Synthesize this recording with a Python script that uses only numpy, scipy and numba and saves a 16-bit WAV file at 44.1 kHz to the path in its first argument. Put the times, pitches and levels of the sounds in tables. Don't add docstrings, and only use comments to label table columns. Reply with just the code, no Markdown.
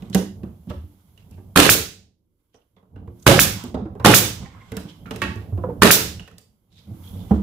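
import sys
import numpy as np
from scipy import signal
from scipy.fft import rfft, irfft, next_fast_len
from scipy.io import wavfile
from scipy.ndimage import map_coordinates
from numba import njit

SR = 44100
rng = np.random.default_rng(int(sys.argv[2]) if len(sys.argv) > 2 else 0)


def unload_audio(sound):
    columns = np.transpose(np.atleast_2d(sound))
    steps = np.round(np.clip(columns, -1, 1) * 32767)
    wavfile.write(sys.argv[1], SR, steps.astype(np.int16))


def gain_from_db(level_db):
    decades = np.asarray(level_db, float) / 20
    return 10 ** decades


N = 327486
SPAN = SR // 4

# (frequency [Hz], level [dB per Hz])
RUMBLE_COLOUR = [(15, -54), (25, -16), (98, 1), (130, -10), (182, -5), (358, -25.5), (468, -23), (518, -26),
                 (776, -28.5), (1400, -50), (1820, -70.5), (3080, -120)]
# (frequency [Hz], level [dB per Hz])
SLIDE_COLOUR = [(530, -30), (900, 1.5), (1630, -8), (1870, -16.5), (2010, -6.5), (2620, -13), (3210, -6),
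                (4750, -16.5), (8000, -16.5), (10400, -40), (17600, -120)]
# (frequency [Hz], level [dB per Hz])
LEAK_COLOUR = [(3000, -30), (4500, -8), (7200, -6), (9300, -8), (10300, 1), (11200, 4), (12500, 1),
               (15700, 0)]
# (frequency [Hz], level [dB per Hz])
HUM_COLOUR = [(12, -41.5), (20, -0.5), (75, -5.5), (231, -20), (299, -13), (600, -26), (780, -59.5),
              (1320, -120)]
# (time [s], level [dB])
MUTING = [(0, -1), (1.6, -1), (2.1, -28), (2.4, -15.5), (3.02, -15), (3.25, 5), (3.8, -18), (4.01, -5),
          (4.73, -6), (4.92, 0), (5.11, 1), (5.3, 2.5), (5.85, 1.5), (6.45, -12.5), (6.7, -11),
          (6.86, -1.5), (7.07, 13.5), (7.43, 3.5)]
# (time [s], level [dB])
LEANING = [(0, -40.5), (0.76, -45), (1.01, -54), (1.3, -49), (1.7, -51), (2.33, -81.5), (2.65, -84),
           (3.02, -43.5), (3.3, -51), (3.75, -39), (4.45, -41), (4.73, -52), (5.25, -36), (5.63, -40.5),
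           (5.8, -28.5), (6.5, -66), (6.84, -56), (6.9, -38)]
# (middle [s], half length [s], level [dB])
STROKES = [
    (0.02, 0.29, -62.5),
    (3.62, 0.13, -44),
    (4.419, 0.18, -52.5),
    (4.744, 0.41, -59),
    (5.245, 0.17, -56),
    (6.224, .2, -72),
    (6.907, 0.23, -78),
    (7.085, 0.12, -78.5),
    (7.346, 0.12, -56),
]

# (frequency [Hz], t60 [s])
ROOM_DECAY = [(60, 0.93), (200, 0.39), (700, 0.34), (2000, 0.43), (5000, 0.5), (12000, 0.33)]
# (frequency [Hz], level [dB])
TAIL_COLOUR = [(60, -7), (300, 1.5), (1000, -1), (15000, -3)]
# (frequency [Hz], likeness [0..1])
LIKENESS = [(25, .85), (60, 0.93), (200, 1), (500, 0.7), (1200, 0.055), (4000, 0.046), (15000, 0.035)]
# (frequency [Hz], level [dB])
SIDES = [(60, -2), (300, -4.5), (1200, -5.5), (4000, -6.5), (15000, -4.5)]

# (time [s], frequency [Hz], level [dB rms], t60 [s])
SHAKES = [(.433, 3450, -56.5, 0.047), (1.176, 2800, -51, 0.042), (1.222, 2750, -60, .05),
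          (1.318, 2700, -58, .05), (1.373, 1600, -61, .15), (1.376, 800, -54.5, 0.1),
          (2.541, 5700, -64, .18), (2.615, 2800, -73, .1), (2.764, 1005, -61, .25),
          (2.764, 2000, -68, 0.18), (2.764, 3300, -69, 0.2), (2.956, 2800, -66, 0.29),
          (2.956, 1512, -60.5, 0.27), (3.075, 1005, -52.5, 0.074), (3.997, 1055, -39.5, 0.22),
          (4.719, 3300, -46, 0.06), (4.719, 1500, -44.5, 0.12), (4.768, 1450, -38, 0.083),
          (5.056, 1320, -42.5, 0.33), (5.056, 2300, -54, 0.25), (6.848, 3120, -62, 0.078),
          (7.035, 3400, -51, .06), (7.047, 3200, -52.5, .12), (7.072, 3300, -52.5, 0.23),
          (7.136, 3400, -55, .15), (7.17, 3220, -58, 0.17)]
# (time [s], level [dB], frequency [Hz], t60 [s])
BOARDS = [(.148, -20, 485, 0.092), (.21, -32, 492, 0.16), (0.298, -30, 197, 0.24), (0.685, -22, 234, 0.062),
          (.709, -31.5, 592, 0.11), (0.758, -23, 76, 0.29), (1.577, -14.5, 428, 0.22),
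          (1.586, -5, 295, 0.11), (1.605, -11, 684, 0.044), (1.63, -13, 860, 0.026),
          (1.65, -13, 497, 0.065), (3.286, 0.5, 552, 0.062), (3.295, -8, 323, 0.089),
          (3.315, -5, 664, 0.064), (3.34, -11, 808, 0.069), (3.377, -3, 540, 0.025),
          (3.754, -23, 240.5, 0.24), (3.795, -26, 430, 0.072), (3.818, -15.5, 205, 0.12),
          (3.855, -23.5, 321, 0.13), (4, -41, 1020, 0.15), (4.059, -4, 810, 0.065),
          (4.064, -12, 1216, 0.048), (4.072, -1.5, 760, 0.031), (4.079, -1.5, 203, 0.11),
          (4.09, -2, 305, 0.1), (4.098, -2.5, 846, 0.046), (4.446, -46, 1057, .15), (4.462, -42.5, 802, .1),
          (4.621, -44, 1053, 0.089), (5.352, -21.5, 103.3, 0.39), (5.638, -15.5, 510, 0.095),
          (5.663, -29, 470, 0.06), (5.688, -19, 484, 0.09), (5.713, -24.5, 476, 0.076),
          (5.764, -30.5, 473, 0.052), (5.824, -8.5, 1174, 0.062), (5.84, -3, 225.6, 0.16),
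          (5.849, -7.5, 630, 0.078), (5.865, -3.5, 410, 0.078), (5.88, -13.5, 726, 0.037),
          (7.309, -18.5, 797, 0.086), (7.32, -15, 428, 0.068), (7.389, -24, 195, 0.32)]
# (time [s], level [dB], frequency [Hz], t60 [s])
MORE_BOARDS = [(.149, -25, 730, 0.063), (.16, -25, 333, 0.086), (.434, -31, 330, .12), (.44, -48, 550, 0.088),
               (.703, -33, 481, .12), (.74, -35.5, 556, 0.11), (0.836, -27, 85, 0.16), (1.346, -33, 95, 0.54),
               (3.746, -27.5, 618, .07), (3.77, -28.5, 760, .06), (3.878, -28.5, 200, 0.17),
               (4, -27.5, 110, .3), (4.066, -6, 120.6, 0.35), (5.523, -12.5, 97.6, 0.28),
               (5.637, -24, 987, 0.065), (5.637, -28.5, 1285, 0.041), (5.642, -27.5, 710, 0.075),
               (5.696, -32.5, 900, 0.092), (6.875, -36, 199.8, 0.34), (6.88, -50, 330, 0.22),
               (0.1526, -11, 192, 0.2), (6.865, -31.5, 92, .5), (7.02, -33, 95, 0.47), (7.136, -24, 96, 0.42),
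               (6.277, -44, 1350, .014), (6.314, -43, 1290, 0.016), (7.311, -17.5, 99.9, 0.19),
               (6.381, -42, 3720, .012)]
# (middle [s], half length [s], frequency [Hz], level [dB rms])
SCRAPES = [(0.132, 0.0063, 3138, -40.5), (0.71, 0.034, 2990, -51.5), (1.2015, 0.034, 2840, -65.5),
           (1.339, 0.034, 2630, -65), (2.547, 0.026, 3086, -69), (3.2, 0.012, 6130, -60.5),
           (3.229, 0.0099, 6440, -49), (3.5, .012, 2833, -54), (4.9, .04, 3200, -50),
           (6.4, 0.0092, 2785, -63), (6.785, 0.056, 3600, -57), (7.205, 0.073, 3500, -59.5),
           (4.464, 0.028, 1973, -50.5), (6.733, 0.038, 3770, -64), (5.644, 0.0072, 1089, -51.5),
           (5.703, 0.019, 901, -51.5), (7.315, 0.011, 530, -29.5), (0.71, .02, 1147, -44.5),
           (4.571, 0.11, 1056, -54), (0.159, .014, 2700, -54), (0.14, .012, 3900, -39),
           (3.75, 0.011, 3600, -47.5), (3.859, 0.008, 1990, -59), (4.776, .025, 1495, -45),
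           (7.148, 0.14, 250, -53)]
# (middle [s], half length [s], frequency [Hz], level [dB])
SQUEAKS = [
    (4.452, .012, 2130, -55),
    (4.54, .012, 2130, -55),
    (4.56, .02, 2150, -61),
    (4.617, .024, 2130, -50),
    (4.65, .01, 2170, -58),
    (6.24, .04, 1500, -62),
]
# (time [s], peak level [dB], thump level [dB])
CLANK = [
    (5.218, -14.5, -33),
    (5.2268, -20, -38.5),
    (5.238, -22, -39),
]
# (frequency [Hz], level [dB], t60 [s])
MAGAZINE_MODES = [(890, -11.5, 0.32), (1124, -4, 0.11), (1394, -7, 0.046), (1690, -3.5, 0.08),
                  (1873, -5, 0.12), (2300, -2, 0.039), (2460, -14.5, 0.17), (2620, 2.5, 0.026),
                  (3300, -13.5, 0.049), (4000, -13.5, 0.023), (4660, -16.5, 0.054)]
# (time [s], clack level [dB], hardness = tick over clack [dB], bench thump level [dB], thump pitch [Hz])
TAPS = [(0.0224, -39, -22, -34.5, 198.5), (0.099, -50, -1.5, -31, 188), (0.147, -10.5, -11.5, -13, 192.7),
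        (0.4329, -38.5, -30, -26.5, 196), (0.671, -52, -19, -30, 189.7), (0.699, -30.5, -20, -24.5, 72),
        (1.1763, -52, -11, -56, 77), (1.3106, -56, -1.5, -39.5, 90.4), (3.6381, -35, -7, -25.5, 242),
        (4.7188, -28, -18.5, -23.5, 111.5), (4.768, -23, -12.5, -28, 188.3),
        (5.0616, -39, -21.5, -38.5, 184.5), (5.109, -17.5, -26.5, -24.5, 249),
        (5.1605, -27, -15, -34.5, 111.9), (5.3574, -38.5, -15.5, -26.5, 95.8), (5.414, -39, -32, -34, 86),
        (6.196, -27.5, -27.5, -49.5, 71.2), (6.2763, -31, -26, -57.5, 108.9), (6.3135, -53, -10, -49, 174),
        (6.3825, -42.5, -2.5, -55, 133.2), (6.873, -58.5, -12.5, -45, 102.4),
        (7.1396, -62.5, -6.5, -48, 94), (7.423, -43, -10, -28, 73.4)]
# (time [s], wood level [dB], edge = clack over wood [dB], bench thump level [dB], thump pitch [Hz])
BUMPS = [(0.8341, -58, -3, -39, 85.2), (1.3801, -47.5, -11.5, -34, 94.9), (2.5435, -48.5, 0.5, -57, 256.7),
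         (2.766, -53.5, -5, -58, 187.4), (2.8272, -53, -10, -54.5, 191), (2.9594, -42.5, -8.5, -35, 83.1),
         (3.0751, -43, -8, -31.5, 76.7), (3.7433, -22, -13.5, -19, 237.5),
         (3.798, -33, -26.5, -25.5, 119.9), (3.854, -33, -18, -26, 110.5),
         (3.9518, -35.5, -13.5, -46.5, 95.8), (3.998, -31.5, -2, -32.5, 96.8),
         (4.851, -43, -9, -31.5, 168.5), (5.5233, -39, -27, -29.5, 99.3), (5.576, -30.5, -11.5, -22, 79.6),
         (5.636, -23.5, -30, -27, 123), (5.688, -31, -34.5, -28.5, 96.7), (6.9085, -75, -7, -29, 97),
         (7.2111, -65, -3.5, -36, 95.5), (7.3096, -20, -12.5, -9, 200.9)]
# (frequency [Hz], level [dB], t60 [s])
NOSE_MODES = [(1450, -2, 0.0067), (2040, -5, 0.015), (2800, 0, .011), (3400, -2.5, 0.011),
              (3940, -2.5, 0.014)]
# (frequency [Hz], level [dB], t60 [s])
FRAME_MODES = [(438, 0.5, 0.086), (560, 0.5, 0.029), (760, -5, 0.045), (1044, -9, 0.024),
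               (1320, -24.5, 0.02)]
# (frequency [Hz], level [dB], t60 [s])
BENCH_MODES = [(75.54, -0.5, 0.48), (115, 2.5, 0.21), (192, 6.5, 0.15), (252, -2, 0.16), (293, -4, 0.35),
               (356, -4.5, 0.32), (420, -9.5, 0.15), (560, -3.5, 0.42), (665, -7, 0.057), (723, -9, 0.22),
               (925, -13.5, 0.035), (1370, -6.5, 0.17)]
# (frequency [Hz], level [dB per Hz])
GRAIN_COLOUR = [(250, -12.5), (450, 1), (800, -3.5), (1300, -11), (1800, -26), (3000, -42), (6000, -78.5)]
# (frequency [Hz], level [dB per Hz])
CLACK_COLOUR = [(290, -39.5), (500, -10), (1430, -8.5), (1880, -5.5), (2080, -12), (2580, -7.5),
                (4280, -18.5), (15600, -35)]
# (frequency [Hz], level [dB per Hz])
TICK_COLOUR = [(2500, -31.5), (5000, -1.5), (9000, -5), (15800, -6)]

# (time [s], valve pop [dB], piston slam [dB], bench boom [dB], boom pitch [Hz])
SHOTS = [
    (1.5599, -2.5, -5.5, -11.5, 198.4),
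    (3.2662, 0.5, -8.5, -8, 191.5),
    (4.0476, -2.5, -6.5, -8, 123.1),
    (5.8201, -0.5, -6.5, -12, 221.2),
]
TRAVEL = [
    .014,
    0.011,
    .0113,
    .0117,
]
# (time [s], valve pop [dB], exhaust level [dB rms], exhaust length [s], piston return knock [dB])
RELEASES = [
    (1.6915, 3.5, -2.5, 0.046, -21.5),
    (3.3907, 4.5, -3.5, 0.046, -27.5),
    (4.1382, 4.5, 0, 0.048, -28.5),
    (5.905, 3.5, -0.5, 0.047, -19),
]
# (frequency [Hz], level [dB], t60 [s])
DRIVER_MODES = [(1115, -2.5, 0.024), (1750, 1.5, 0.023), (2700, -1, 0.014), (3410, -3.5, .015),
                (4380, -4, .012)]
# (frequency [Hz], level [dB per Hz])
SLAM_COLOUR = [(180, -32), (300, -2.5), (809, -13.5), (1090, -14), (1350, -12.5), (2040, -14),
               (2750, -13.5), (5510, -20.5), (11800, -22), (15600, -27.5)]
# (frequency [Hz], level [dB per Hz])
EXHAUST_COLOUR = [(350, -45), (600, -4.5), (903, -14), (1050, -10), (1940, -10.5), (2800, -2.5), (3530, 2),
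                  (4110, -0.5), (6710, 2.5), (9830, -2), (11100, 4), (14000, -0.5), (15600, 6.5)]
# (frequency [Hz], level [dB per Hz])
RATTLE_COLOUR = [(24, -44.5), (40, -11.5), (91, 1), (146, 6), (205, -0.5), (556, -10), (660, -12),
                 (740, -8), (997, -17), (1200, -16), (1560, -49.5), (2640, -120)]


def unit(x):
    return x / np.sqrt(np.mean(x ** 2) + 1e-20)


def along(points, hz):
    f, v = np.transpose(points)
    return np.interp(np.log(hz + 1), np.log(f + 1), v)


def after(t, delay):
    return np.clip(t - delay, 0, 1)


def decay(t, t60):
    return gain_from_db(-60 * t / t60)


def swell(t, length):
    return np.exp(-((t - length) / (length * 0.51)) ** 2)


def wobble(rate):
    knots = rng.standard_normal(int(N * rate / SR) + 4)
    return map_coordinates(knots, [np.arange(N) * rate / SR])


def lumps(db, hold):
    return gain_from_db(db * np.repeat(rng.standard_normal(SPAN // hold + 1), hold)[:SPAN])


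def filtered(x, response):
    m = next_fast_len(x.shape[-1] + 4096)
    return irfft(rfft(x, m) * response(np.fft.rfftfreq(m, 1 / SR)), m)[..., :x.shape[-1]]


def spread(two):
    def mid_side_gain(hz):
        turn = np.arccos(np.clip(along(LIKENESS, hz), 0, 1)) / 2
        return np.array([np.cos(turn), np.sin(turn)])

    mid, side = filtered(two, mid_side_gain)
    return np.array([mid + side, mid - side])


def noise(colour, count):
    return unit(filtered(rng.standard_normal(count), lambda hz: gain_from_db(along(colour, hz))))


def pair(colour, count):
    return spread(np.array([noise(colour, count), noise(colour, count)]))


def ring(modes, t, attack, scatter_db=3, detune=.03):
    hz, db, t60 = np.transpose(modes)[..., None]
    size, bend = rng.standard_normal((2, *hz.shape))
    waves = gain_from_db(db + scatter_db * size) * decay(t, t60) * np.sin(2 * np.pi * hz * (1 + detune * bend) * t)
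    sign = (-1.) ** np.arange(len(modes))[:, None]
    return (sign * waves).sum(0) * (1 - np.exp(-t / attack))


def add(out, s, dry, wet_db, mute_db=55, bass_db=0):
    hz, t, z = signal.stft(rng.standard_normal((2, SR * 3 // 4)), SR, nperseg=256)
    hz = hz[:, None]
    tail_db = along(TAIL_COLOUR, hz) + bass_db * (hz < 300)
    tail_db = tail_db - 60 * t / along(ROOM_DECAY, hz) - mute_db * t * t
    tail = signal.istft(z * gain_from_db(tail_db), SR, nperseg=256)[1]
    tail = spread(tail * np.clip(np.arange(tail.shape[1]) / (0.024 * SR) - .2, 0, 1))
    answer = gain_from_db(wet_db) * tail / np.linalg.norm(tail, axis=1, keepdims=True)
    answer[:, 0] += 1
    lags = rng.uniform(.001, .012, 6) + rng.uniform(0, 0.00042, (2, 6))
    answer[[[0], [1]], (lags * SR).astype(int)] += .2 * rng.uniform(-1, 1, 6)
    both = signal.fftconvolve(np.atleast_2d(dry), answer, axes=1)
    start = round(s * SR)
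    out[:, start:start + both.shape[1]] += both[:, :N - start]


def stirred(t, db, fall, bend):
    since = t - np.array(RELEASES)[:, :1]
    fading = gain_from_db(db - fall * np.abs(since) - bend * since ** 2)
    return (fading * np.clip(since / .02, 0, 1)).sum(0)


def background():
    t = np.arange(N) / SR
    through = gain_from_db(np.interp(t, *np.transpose(MUTING)))
    leaning = gain_from_db(np.interp(t, *np.transpose(LEANING)))
    strokes = sum(gain_from_db(db) * swell(t - s + half, half) for s, half, db in STROKES)

    rumble_gain = leaning + stirred(t, db=-30, fall=49, bend=80)
    rumble = rumble_gain * gain_from_db(4.2 * wobble(14)) * pair(RUMBLE_COLOUR, N)
    slide_gain = gain_from_db(-71) * through + strokes + stirred(t, db=-44.5, fall=30, bend=700)
    slide = slide_gain * gain_from_db(1.3 * wobble(42) + 0.67 * wobble(290)) * pair(SLIDE_COLOUR, N)
    hiss_gain = gain_from_db(-65) * through + stirred(t, db=-41, fall=60, bend=350)
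    hiss = hiss_gain * gain_from_db(.8 * wobble(11.0)) * pair(LEAK_COLOUR, N)
    return rumble + slide + hiss + gain_from_db(-71.0) * pair(HUM_COLOUR, N)


def shakes():
    out, t = np.zeros((2, N + SPAN)), np.arange(SPAN) / SR
    for s, hz, db, t60 in SHAKES:
        colour = [(hz * .4, -40), (hz * 0.92, -14), (hz, 0), (hz * 1.15, -14), (hz * 2.3, -30), (hz * 4, -70)]
        envelope = gain_from_db(db) * decay(t, t60) * (1 - np.exp(-t / 0.0016))
        out[:, round(s * SR):][:, :SPAN] += envelope * lumps(3, 100) * pair(colour, SPAN)
    return out[:, :N]


def boards():
    out, t = np.zeros((2, N + SPAN)), np.arange(SPAN) / SR
    for s, db, hz, t60 in BOARDS + MORE_BOARDS:
        side, upper = rng.uniform(-1.1, 1, 2)
        upper_hz = hz * (1.9 + 0.29 * upper)
        note = np.sin(2 * np.pi * hz * t) + 0.054 * decay(t, t60) * np.sin(2 * np.pi * upper_hz * t)
        note *= gain_from_db(db) * decay(t, t60) * (1 - np.exp(-t * hz / 1.1))
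        out[:, round(s * SR):][:, :SPAN] += note * gain_from_db(1.5 * side * np.array([[1], [-1]]))
    return out[:, :N]


def scrapes(out):
    t = np.arange(SPAN) / SR
    for s, length, hz, db in SCRAPES:
        colour = [(hz * .3, -22), (hz * .85, -9), (hz, 0), (hz * 1.15, -8),
                  (hz * 2.5, -22), (hz * 5, -38), (hz * 9, -70)]
        drag = gain_from_db(db) * swell(t, length) * lumps(2.2, 100) * pair(colour, SPAN)
        add(out, s - length, drag, wet_db=-7.0)


def hose_squeaks(out):
    t = np.arange(SPAN) / SR
    for s, length, hz, db in SQUEAKS:
        phase = 2 * np.pi * hz * t + 0.14 * np.cumsum(rng.standard_normal(SPAN))
        tone = np.sin(phase) + .6 * np.sin(phase / 2)
        add(out, s - length, gain_from_db(db) * swell(t, length) * tone, wet_db=-10)


def magazine_clank(out):
    t = np.arange(SPAN) / SR
    for s, db, thump_db in CLANK:
        crack = decay(t, 0.05) * pair(CLACK_COLOUR, SPAN)
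        tones = ring(MAGAZINE_MODES, t, .0003, scatter_db=3, detune=.012)
        steel = gain_from_db(db - 8.5) * (tones + 1.4 * crack)
        add(out, s, steel + gain_from_db(thump_db) * ring(BENCH_MODES[:6], t, 0.00083), wet_db=-6)


def contacts():
    events = []
    for s, clack_db, hardness, thump_db, hz in TAPS:
        wood_db = (clack_db + thump_db) / 2 - 5
        events.append((s, clack_db, clack_db + hardness, wood_db, thump_db, hz))
    for s, wood_db, edge, thump_db, hz in BUMPS:
        clack_db = wood_db + edge
        events.append((s, clack_db, clack_db - 23.5, wood_db, thump_db, hz))
    return events


def knocks(out):
    t = np.arange(SPAN) / SR
    soft = 1 - np.exp(-t / .004)
    for s, clack_db, tick_db, wood_db, thump_db, thump_hz in contacts():
        tick = gain_from_db(tick_db + 7.5) * decay(t, 0.022) * pair(TICK_COLOUR, SPAN)

        dull_db = np.clip(tick_db - clack_db + 12.5, -20, 0) * 0.18
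        nose = [(hz, db + dull_db * (hz / 1000 - 1.5), t60) for hz, db, t60 in NOSE_MODES]
        clack = gain_from_db(clack_db - 7) * ring(nose, t, 0.0012, scatter_db=4.5)
        grit = gain_from_db(clack_db - 7) * decay(t, 0.042) * soft * pair(CLACK_COLOUR, SPAN)

        grain = gain_from_db(-0.5) * decay(t, 0.11) * (1 - np.exp(-t / 0.011)) * pair(GRAIN_COLOUR, SPAN)
        wood = 0.72 * ring(FRAME_MODES, t, 0.0021) + grain
        thump = decay(t, 0.11) * np.sin(2 * np.pi * thump_hz * t) * soft
        thump += gain_from_db(-16) * ring(BENCH_MODES[:6], t, .004)

        dry = tick + clack + grit + gain_from_db(wood_db) * wood + gain_from_db(thump_db + 4.0) * thump
        add(out, s, dry, wet_db=-6.5, mute_db=200, bass_db=-4.5)


def pop(t, low_hz, high_hz, length, fade=0.0057):
    u = np.clip(t / length, 0, 1)
    phase = 2 * np.pi * (low_hz * t + (high_hz - low_hz) * t * u / 2)
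    return np.sin(phase) * np.clip(t / 0.000067, 0, 1) * decay(after(t, length * 0.84), fade)


def releases(out):
    t = np.arange(SPAN) / SR
    for s, pop_db, blast_db, length, knock_db in RELEASES:
        flow = np.clip((t - .004) / 0.0017, 0, 1) * decay(t, .5) * decay(after(t, length), 0.12)
        valve = pop(t, 1400, 1900, .0012, fade=0.0023)
        valve += 0.64 * pop(after(t, .0016), 2500, 2600, 0.0013, fade=0.0021)
        blast = gain_from_db(blast_db) * flow * pair(EXHAUST_COLOUR, SPAN)
        knock = gain_from_db(knock_db) * ring(FRAME_MODES, after(t, length + .012), 0.0008)
        add(out, s + .0008, gain_from_db(pop_db - 2.5) * valve + blast + knock, wet_db=-10.0)


def bench_boom(touch, hit, boom_hz):
    boom = ring(BENCH_MODES, touch, 0.0033) / 2
    boom += decay(touch, 0.31) * np.sin(2 * np.pi * boom_hz * touch)
    boom += gain_from_db(-29.5) * decay(touch, 2.9) * np.sin(2 * np.pi * 300 * touch)
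    boom += gain_from_db(3) * decay(touch, 0.33) * (1 - np.exp(-touch / 0.0016)) * noise(RATTLE_COLOUR, SPAN)
    return boom + gain_from_db(-5.0) * ring(FRAME_MODES, hit, 0.00045)


def shots(out):
    t = np.arange(SPAN) / SR
    lead = .004
    for (s, pop_db, slam_db, boom_db, boom_hz), travel in zip(SHOTS, TRAVEL):
        late = after(t, lead)
        hit = after(t, lead + travel)
        touch = after(t, lead + travel - 0.004)

        rush = gain_from_db(pop_db - 16.5 + 5200 * np.clip(t - lead, -1, 0)) * (t < lead + .002)
        gust = gain_from_db(pop_db - 5.0) * decay(late, 0.062) * (1 - np.exp(-(late / 0.0014) ** 2))
        scatter = gain_from_db(-6.0) * decay(hit, 0.35) * lumps(5.5, 150)
        slam = gain_from_db(slam_db) * (decay(after(hit, .003), 0.0022) + scatter) * (hit > 0)
        air = (rush + gust + slam) * pair(SLAM_COLOUR, SPAN)

        snap = 1.15 * pop(late, 1300, 1300, 0.0014, fade=.0015)
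        suck = -gain_from_db(3) * decay(late, .02) * np.sin(2 * np.pi * 190 * after(late, .0009))
        blade = ring(DRIVER_MODES, hit, .0003, detune=0.059)
        blade += gain_from_db(-2.5) * ring(DRIVER_MODES[:3], touch, 0.00033, detune=0.13)

        jolt = gain_from_db(-17.0) * ring(BENCH_MODES, late, 0.003) + gain_from_db(-18) * ring(FRAME_MODES, late, 0.002)
        jolt += gain_from_db(1.0) * pop(touch, 840, 1600, 0.0048)
        boom = gain_from_db(boom_db - 5.0) * (bench_boom(touch, hit, boom_hz) + jolt)
        dry = gain_from_db(pop_db) * (snap + suck) + gain_from_db(slam_db - 3.5) * blade + air + boom
        add(out, s - lead, dry, wet_db=-3.0)


def scene():
    out = background()
    out += shakes() + boards()
    for source in (scrapes, hose_squeaks, magazine_clank, knocks, releases, shots):
        source(out)
    half = np.array([[.5], [-.5]])
    lag = .00004

    def ports(hz):
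        tilt = gain_from_db(along(SIDES, hz) * half) * np.exp(-2j * np.pi * hz * lag * half)
        return tilt * 1j * hz / (45 + 1j * hz)

    return filtered(out, ports)


@njit
def follow(level, attack, release):
    out, now = np.empty_like(level), 0.0
    for i in range(len(level)):
        now += (level[i] - now) * (attack if level[i] > now else release)
        out[i] = now
    return out


def band_limit(x):
    return signal.sosfilt(signal.butter(12, 15780, fs=SR, output="sos"), x)


def record(dry):
    level = follow(np.abs(dry).max(0), 1 / (0.01 * SR), 1 / (.06 * SR))
    ducked = dry / np.maximum(level / gain_from_db(-6.0), 1) ** 0.5
    overloaded = ducked / (1 + np.abs(ducked / 1.1) ** 8) ** (1 / 8)
    mix = filtered(overloaded, lambda hz: np.clip((15780 - hz) / 400, 0, 1))
    return band_limit(mix)


dry = scene()
out = record(dry)
unload_audio(out)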